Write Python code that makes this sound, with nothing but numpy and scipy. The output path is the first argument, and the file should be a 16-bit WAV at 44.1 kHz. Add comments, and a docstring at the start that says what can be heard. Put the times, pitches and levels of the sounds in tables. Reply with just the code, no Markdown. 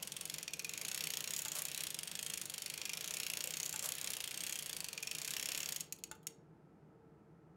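"""A quick, uneven clatter of steel needles: a hand-cranked sock knitting machine, close by in a small room.
A cam (a shaped ramp) drives one needle after another: a snap, a rebound, then a lighter latch tick.
Needles slide in their slots, the crank gear grumbles and the cam ring knocks once a turn.
After six seconds the machine comes to rest, while a fan hums on behind it."""
import sys
import numpy as np
from scipy import signal
from scipy.fft import rfft, irfft
from scipy.io import wavfile
from scipy.ndimage import uniform_filter1d

SR = 44100
rng = np.random.default_rng(int(sys.argv[2]) if len(sys.argv) > 2 else 0)


def digitize_waveform(pressure):
    """Quantize a signal to 16-bit integers and store it at the path in sys.argv[1].

    Rows of a 2-D input are taken as channels; values are limited to [-1, 1].
    """
    field = np.atleast_2d(pressure).T
    bounded = np.clip(field, -1, 1)
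    quanta = np.round(bounded * 32767).astype(np.int16)
    wavfile.write(sys.argv[1], SR, quanta)


N = 333396
NEEDLES, USUAL_PACE = 64, 30  # needles round the cylinder, needles a second


def stitches(s, db, low_db, edge_db, rebound_db, contact_hz=6400, contact_decay_s=.00007, soft=0.35):
    """A needle scuffs onto the cam, snaps against its slot, chatters and rebounds a few ms later."""
    count = len(s)
    late, stiff = rng.standard_normal((count, 2)).T[:, :, None]
    flight_s = np.clip(.0038 + .0005 * late, .002, .007)
    t = np.arange(2048) / SR
    # the first hard contact is one short, bright cycle; the softer chatter carries the low ring
    cycle = np.exp(-t / contact_decay_s) * np.sin(2 * np.pi * contact_hz * (1 + 0.086 * stiff) * t)
    contact = unit(np.diff(cycle, prepend=0))
    dull = lambda x: unit(signal.lfilter([1, soft], [1], x))
    snap = amp(-5.5) * contact + amp(-6.5) * chatter(0, 0.0002, count)
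    snap += dull(chatter(.0003, 0.0026, count, alike=3))
    rebound = dull(amp(-17.5) * chatter(flight_s, .0003, count) + chatter(flight_s, .003, count, alike=3))
    blows = unit(snap) + amp(rebound_db - 3.5) * rebound
    snaps = ring_needles(s, blows, db, low_db, edge_db, unlike_db=0.9)
    # while the crank turns, a scuff (chatter played backwards) swells up to each snap
    moving = s[:, 0] < CRANK_PACE[-1][0]
    swells = np.roll(chatter(0, .003, moving.sum())[:, ::-1], shift=1024, axis=1)
    scuffs = ring_needles(s[moving] - 1024 / SR, swells, db[moving] - 20.0, low_db=-9.0, edge_db=-7.0)
    return snaps + scuffs


# how hard the needles snap round the cylinder: needle number, level/dB
SNAP_FORCE = [(0, -39.5), (1, -42.7), (4, -40.5), (9, -41.5), (12, -37), (15, -40.5), (28, -37), (29, -40),
              (34, -38), (37, -40.5), (43, -38.3), (44, -43.5), (49, -39), (54, -40), (56, -43.5),
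              (58, -38.5)]
# more or less of their low ring: needle number, level/dB
LOW_RING_LIFT = [(0, -1), (9, 2), (19, -2), (20, 2.5), (30, -0.5), (35, -4), (47, -0.5), (49, 0), (54, 3)]
# more or less of their bright edge: needle number, level/dB
BRIGHT_EDGE_LIFT = [(2, 3), (5, -0.5), (12, -2), (24, 1.5), (33, -2.5), (42, 3), (48, 0.5), (50, 6),
                    (58, -0.5)]
# stronger or weaker rebounds: needle number, level/dB
REBOUND_LIFT = [(2, -0.5), (7, -6.5), (11, -1.5), (28, -8), (41, -2.5), (42, -7), (58, -3)]
# the crank is eased to rest and the last needles drop one by one: t/s, level/dB
LAST_DROPS = [(5.9245, -40), (6.0379, -42), (6.2695, -39)]


def snaps_in_turn():
    """When and how each needle snaps. The cylinder is not quite even, so every turn repeats a pattern."""
    t = np.arange(0, CRANK_PACE[-1][0], 1 / SR)
    passed = travel(t)
    cranked_s = np.interp(np.arange(int(passed[-1]) + 1), passed, t)
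    last_s, last_db = np.transpose(LAST_DROPS)
    s = np.r_[cranked_s, last_s]
    db = np.r_[round_cylinder(SNAP_FORCE, spread_db=.8, count=len(cranked_s)), last_db]
    low_db = round_cylinder(LOW_RING_LIFT, spread_db=1.17, count=len(s))
    edge_db = round_cylinder(BRIGHT_EDGE_LIFT, spread_db=2.05, count=len(s))
    rebound_db = round_cylinder(REBOUND_LIFT, spread_db=2.1, count=len(s))
    return np.array([s, db, low_db, edge_db, rebound_db])[:, :, None]


def round_cylinder(curve, spread_db, count):
    """Decibels for one needle after another: a curve round the cylinder plus each needle's own quirk."""
    needle = np.arange(count) % NEEDLES
    quirk_db = spread_db * rng.standard_normal(NEEDLES)
    return np.interp(needle, *np.transpose(curve), period=NEEDLES) + quirk_db[needle]


# how fast the hand cranks: t/s, pace/(needles a second)
CRANK_PACE = [(0.0, 20.76), (0.36, 23.71), (0.552, 16.18), (0.946, 33.11), (1.237, 27.92), (1.374, 37.62),
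              (1.495, 28.06), (1.814, 34.11), (1.96, 22.0), (2.264, 28.35), (2.459, 23.66), (2.802, 26.32),
              (2.917, 24.62), (3.143, 33.38), (3.334, 27.56), (3.643, 33.62), (3.691, 29.64),
              (4.104, 33.72), (4.197, 26.63), (4.481, 34.67), (4.632, 27.45), (4.689, 29.33),
              (5.007, 19.57), (5.253, 33.96), (5.495, 32.43), (5.624, 37.77), (5.81, 19.38)]


def pace(t):
    """How many needles a second the cam passes at time t."""
    return np.interp(t, *np.transpose(CRANK_PACE))


def travel(t, first_snap_s=.0266):
    """How many needles the cam has passed since the first snap."""
    clock, step = np.linspace(0, CRANK_PACE[-1][0], 6000, retstep=True)
    passed = np.cumsum(pace(clock)) * step
    return np.interp(t, clock, passed) - np.interp(first_snap_s, clock, passed)


def nearness(t, needle, focus):
    """1 as the cam passes a given needle, near 0 on the far side of the cylinder."""
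    return np.exp(focus * (np.cos(2 * np.pi * (travel(t) - needle) / NEEDLES) - 1))


# tone (strength from bass to treble) of a needle snapping in its slot: f/Hz, level/dB
SNAP_TONE = [(100, -34), (600, -19.5), (1100, -17), (1700, -10), (2300, -4), (3300, -2), (5000, -4),
             (7000, -0.5), (8300, -4.5), (8950, -6.5), (10000, -3.5), (11500, -5), (13500, -6.5),
             (16000, -6.5)]


def ring_needles(s, blows, db, low_db=0, edge_db=0, unlike_db=2.0):
    """Blows at times s each ring their own needle and the cylinder; db is the level as if 10 ms long."""
    count, size = blows.shape
    hz = np.fft.rfftfreq(size, 1 / SR)
    ripple = uniform_filter1d(rng.standard_normal((count, len(hz))), size=12, axis=1)
    own_tone = evened(uniform_filter1d(ripple, size=8, axis=1))
    low = 1 / (1 + (hz / 5200) ** 8)
    edge = 1 - 1 / (1 + (hz / 9000) ** 10)
    gain = amp(read(SNAP_TONE, hz) + steel(s, hz) + unlike_db * own_tone + low * low_db + edge * edge_db)
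    # the metal rings only after it is struck (minimum phase)
    log_gain = np.log(np.hstack([gain, gain[:, -2:0:-1]]))
    body = np.exp(np.conj(signal.hilbert(log_gain)))[:, :len(hz)]
    rings = unit(irfft(rfft(blows) * body))
    return placed(s[:, 0], rings * amp(db) * np.sqrt(SR / 100))


# pitches at which needles and cylinder ring:
# f/Hz, width/Hz, steady lift/dB, extra lift at the liveliest spot/dB, needle number of that spot
STEEL_PEAKS = [(2440, 180, 1, 13, 12), (2674, 400, 2.5, 2.5, 24), (3243, 220, 3.5, 6, 60),
               (3920, 400, -1, 7, 46), (4470, 330, 3, 4.5, 7), (5510, 160, 6, 5, 26),
               (5800, 450, -0.5, 4.5, 12), (6750, 350, 4.5, 5, 34), (7360, 600, 0, 8, 39),
               (8350, 300, 4, 10, 57), (8530, 380, 3, 6.5, 4), (9650, 320, 0.5, 4, 52),
               (10110, 790, 3, 3.5, 2), (11540, 470, 4, 2.5, 26), (12800, 500, 1, 3, 26),
               (14700, 1500, -1, 7, 31)]


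def steel(t, hz, focus=11.0):
    """Decibels of ringing in the steel: each pitch swells as the cam passes its liveliest spot."""
    peaks = [(f, width, db + extra * nearness(t, spot, focus))
             for f, width, db, extra, spot in STEEL_PEAKS]
    return lifts(peaks, hz)


def latches(s, db):
    """About midway between two snaps a latch flicks shut, harder when the crank turns faster."""
    gap_s = np.diff(s, axis=0)
    late, loud = rng.standard_normal((len(gap_s), 2)).T[:, :, None]
    level_db = db[:-1] - 14.5 + 1.6 * loud - 18.0 * np.log10(gap_s / np.median(gap_s))
    when = s[:-1] + np.minimum(gap_s, .075) * (.51 + .035 * late)
    return ring_needles(when, chatter(0, 0.002, len(gap_s)), level_db, low_db=1.0, edge_db=5.0)


# needles that catch and click out of turn: t/s, level/dB
STRAY_CLICKS = [(0.3382, -54), (1.384, -44.5), (1.4055, -55), (1.5645, -43), (1.5735, -46.5),
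                (3.6554, -42.5), (3.8414, -41.5), (3.905, -56), (5.8, -49), (5.987, -61), (6.151, -66),
                (6.23, -70)]


def catches(decay_s=0.0073):
    """Stray needles let go with a rough click."""
    s, db = np.transpose(STRAY_CLICKS)[:, :, None]
    return ring_needles(s, chatter(0, decay_s, len(s)), db, low_db=5.0, edge_db=6.0)


# tone of needles sliding in their slots: f/Hz, level/dB
SLIDE_TONE = [(700, -20.5), (1300, -6), (2000, -0.5), (2800, 2), (3800, -2), (5000, -5), (7000, -5),
              (9000, -18.5), (12000, -12), (16000, -12.5)]


def sliding(level_db=-54.0, sag_db=6.0, slips_per_s=7000, spread_db=2.2):
    """Steel slides on steel in a fine grain of slips, easing off before each snap."""
    slips = (rng.random(N) < slips_per_s / SR) * rng.standard_normal(N)
    slips *= amp(spread_db * np.minimum(rng.exponential(1, N), 4))
    hz, t, spectrum = signal.stft(slips, SR, nperseg=512)
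    hz = hz[:, None]
    # a needle pressed against its slot rings less than when it snaps free
    hiss = signal.istft(spectrum * amp(read(SLIDE_TONE, hz) + .5 * steel(t, hz)), SR)[1][:N]
    stroke = travel(np.arange(N) / SR) % 1
    easing = amp(level_db - sag_db * (stroke - .5))
    return easing * running(db_per_doubling=9.5, waver_db=1.03, stop_s=0.036) * evened(hiss)


# the cam ring knocks once a turn: t/s, level/dB
RING_KNOCKS = [(1.457, -46), (3.7400, -47.5), (6.1136, -48.5)]
# the pitches in its clank: f/Hz, level/dB, time to fade by 60 dB/s
CLANK_PITCHES = [(874, -2.5, 0.065), (1430, 1, 0.022), (1493, 1.5, 0.0223), (1694, 0.5, 0.03),
                 (2090, -4, 0.02), (2720, 5, 0.026), (3550, -5, 0.025)]
# it scrapes soon after the first two knocks: middle t/s, length/s, level/dB
RING_SCRAPES = [(1.574, 0.076, -48), (3.852, 0.05, -45)]
# tone of that scrape: f/Hz, level/dB
SCRAPE_TONE = [(300, -25.5), (620, 2.5), (800, -5.5), (1150, 1.5), (1800, -7), (3000, -14), (8000, -1),
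               (16000, -14.5)]


def cam_ring(crack_db=2.0):
    """The loose ring knocks with a dry, rattling clank, then drags over its seat."""
    s, db = np.transpose(RING_KNOCKS)[:, :, None]
    t = np.arange(SR // 10) / SR
    ringing = sum(amp(level - 60 * t / fade_s) * np.sin(2 * np.pi * hz * t)
                  for hz, level, fade_s in CLANK_PITCHES)
    rattle = chatter(0, 0.00014, len(s)) + amp(-1.5) * chatter(0.0018, 0.0098, len(s))
    clanks = unit(signal.fftconvolve(rattle, ringing[None], axes=1)) * amp(db) * np.sqrt(SR / 100)
    cracks = ring_needles(s, chatter(0, .004, len(s)), db + crack_db, low_db=-5.0, edge_db=-0.5)
    return placed(s[:, 0], clanks) + cracks + rubs(RING_SCRAPES, SCRAPE_TONE)


# tone of the gear's grumble: f/Hz, level/dB
GRUMBLE_TONE = [(30, -19.5), (70, -11.5), (150, 1.5), (300, -11), (550, 1), (800, -4), (1100, -4.5),
                (1600, -11.5), (3000, -27.5)]
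# the gear groans briefly under load: middle t/s, length/s, level/dB
GEAR_GROANS = [(3.47, 0.087, -57), (5.5, 0.068, -72)]
# tone of a groan: f/Hz, level/dB
GROAN_TONE = [(250, -31), (430, -11.5), (520, 5.5), (650, -4), (900, -23), (2000, -43.5)]


def gear(level_db=-64.0, stiff_db=1.5, stiff_needle=25, focus=30.0):
    """The crank gear grumbles under the clatter, a little harder at one stiff spot in each turn."""
    load = amp(level_db + stiff_db * nearness(np.arange(N) / SR, stiff_needle, focus))
    grumble = load * running(db_per_doubling=4.0, waver_db=2.0, stop_s=.045) * noise(GRUMBLE_TONE)
    return grumble + rubs(GEAR_GROANS, GROAN_TONE)


def room(x, paths=5):
    """Each needle stands at another spot, so one snap after another takes a new path round the room."""
    path = np.round(travel(np.arange(N) / SR)) % paths
    return sum(echo(x * (path == k)) for k in range(paths))


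# how long the room rings: f/Hz, time to fade by 60 dB/s
ROOM_FADE = [(300, .35), (1500, 0.25), (4000, 0.31), (7000, 0.24), (11000, 0.17), (16000, 0.19)]
# tone of what the walls give back: f/Hz, level/dB
WALL_TONE = [(300, 2.5), (1500, 3.5), (2500, 1), (7000, -2.5), (10000, -1), (13000, -5.5), (16000, -7)]


def echo(x, first_s=0.0063, bounces_per_s=4000):
    """Sound bounces off the walls, each pitch dying away at its own speed."""
    size = SR // 2
    bounces = rng.standard_normal(size) * (rng.random(size) < bounces_per_s / SR)
    bounces *= np.arange(size) > first_s * SR
    hz, t, spectrum = signal.stft(bounces, SR, nperseg=256)
    hz = hz[:, None]
    fade = amp(read(WALL_TONE, hz) - 60 * t / read(ROOM_FADE, hz))
    tail = signal.istft(spectrum * fade, SR, nperseg=256)[1]
    return signal.fftconvolve(x, unit(tail))[:N]


# tone of the fan's rushing air: f/Hz, level/dB
AIR_TONE = [(20, -23), (45, -10), (66, -4), (90, -4), (130, -1.5), (200, 3), (245, -5.5), (400, -2),
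            (560, -10), (850, -11.5), (1100, -17.5), (1500, -18.5), (3500, -36.5), (8000, -40.5),
            (16000, -48)]
# the pitches that hum in it: f/Hz, width/Hz, lift/dB
FAN_HUMS = [(157, 28, 9.7), (273, 20, 3), (318, 36, 6.7), (454, 7.3, 17), (653, 7.4, 7.3), (785, 14, 2.4),
            (874, 70, 3.26), (1310, 69, 8)]


def fan(level_db=-62.5):
    """A steady rush of air with a few humming pitches."""
    return amp(level_db) * noise(AIR_TONE, FAN_HUMS)


def chatter(delay_s, decay_s, count, size=2048, alike=1):
    """Rows of tiny contacts that start after a delay and die away; `alike` rows in a run sound similar."""
    t = np.arange(size) / SR - delay_s
    contacts = uniform_filter1d(rng.standard_normal((count, size)), size=alike, axis=0)
    return unit(contacts * (t >= 0) * np.exp(-np.maximum(t, 0) / decay_s))


def running(db_per_doubling, waver_db, stop_s):
    """Volume of a rubbing part: it grows with the pace, wavers, and dies away as the crank stops."""
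    t = np.arange(N) / SR
    waver = np.interp(travel(t), np.arange(3 * NEEDLES), rng.standard_normal(3 * NEEDLES))
    db = db_per_doubling * np.log2(pace(t) / USUAL_PACE) + waver_db * waver
    return amp(db) * np.exp(-np.maximum(t - CRANK_PACE[-1][0], 0) / stop_s)


def rubs(rows, tone):
    """Short swells of rubbing noise."""
    t = np.arange(N) / SR
    swell = sum(amp(db) * np.exp(-(2 * (t - middle) / length) ** 2) for middle, length, db in rows)
    return swell * noise(tone)


def noise(tone, peaks=()):
    """Steady noise with the given tone, at an average strength of 1."""
    hz = np.fft.rfftfreq(N, 1 / SR)
    gain = amp(read(tone, hz) + lifts(peaks, hz))
    return evened(irfft(rfft(rng.standard_normal(N)) * gain, N))


def placed(times, sounds):
    """Lays sounds out at their times."""
    out = np.zeros(N + SR)
    for s, sound in zip(times, sounds):
        start = max(round(s * SR), 0)
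        out[start:start + len(sound)] += sound
    return out[:N]


def read(points, hz):
    """Reads between the rows of a frequency table, giving each octave equal room."""
    f, value = np.transpose(points)
    return np.interp(np.log(hz + 1), np.log(f), value)


def lifts(peaks, hz):
    """Decibels that ringing pitches add to a tone."""
    return sum(db / (1 + (2 * (hz - f) / width) ** 2) for f, width, db in peaks)


def amp(db):
    """Turns decibels into a volume factor."""
    return 10 ** (np.asarray(db) / 20)


def evened(x):
    """Scales to an average strength (rms) of 1."""
    return x / np.sqrt(np.mean(x ** 2) + 1e-20)


def unit(x):
    """Scales each row to energy 1."""
    return x / np.sqrt(np.sum(x ** 2, -1, keepdims=True) + 1e-20)


def scene():
    """The machine close up, its echo in the room, and the fan."""
    s, db, low_db, edge_db, rebound_db = snaps_in_turn()
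    clatter = stitches(s, db, low_db, edge_db, rebound_db) + latches(s, db) + catches()
    machine = clatter + sliding() + gear() + cam_ring()
    return (machine + amp(-14.0) * room(machine) + fan())[None]


def record(dry):
    """Cuts the highest treble, above 15900 Hz."""
    treble_cut = signal.firwin(511, 15900, window=("kaiser", 9), fs=SR)
    return signal.oaconvolve(dry, treble_cut[None], "same")


dry = scene()
out = record(dry)
digitize_waveform(out)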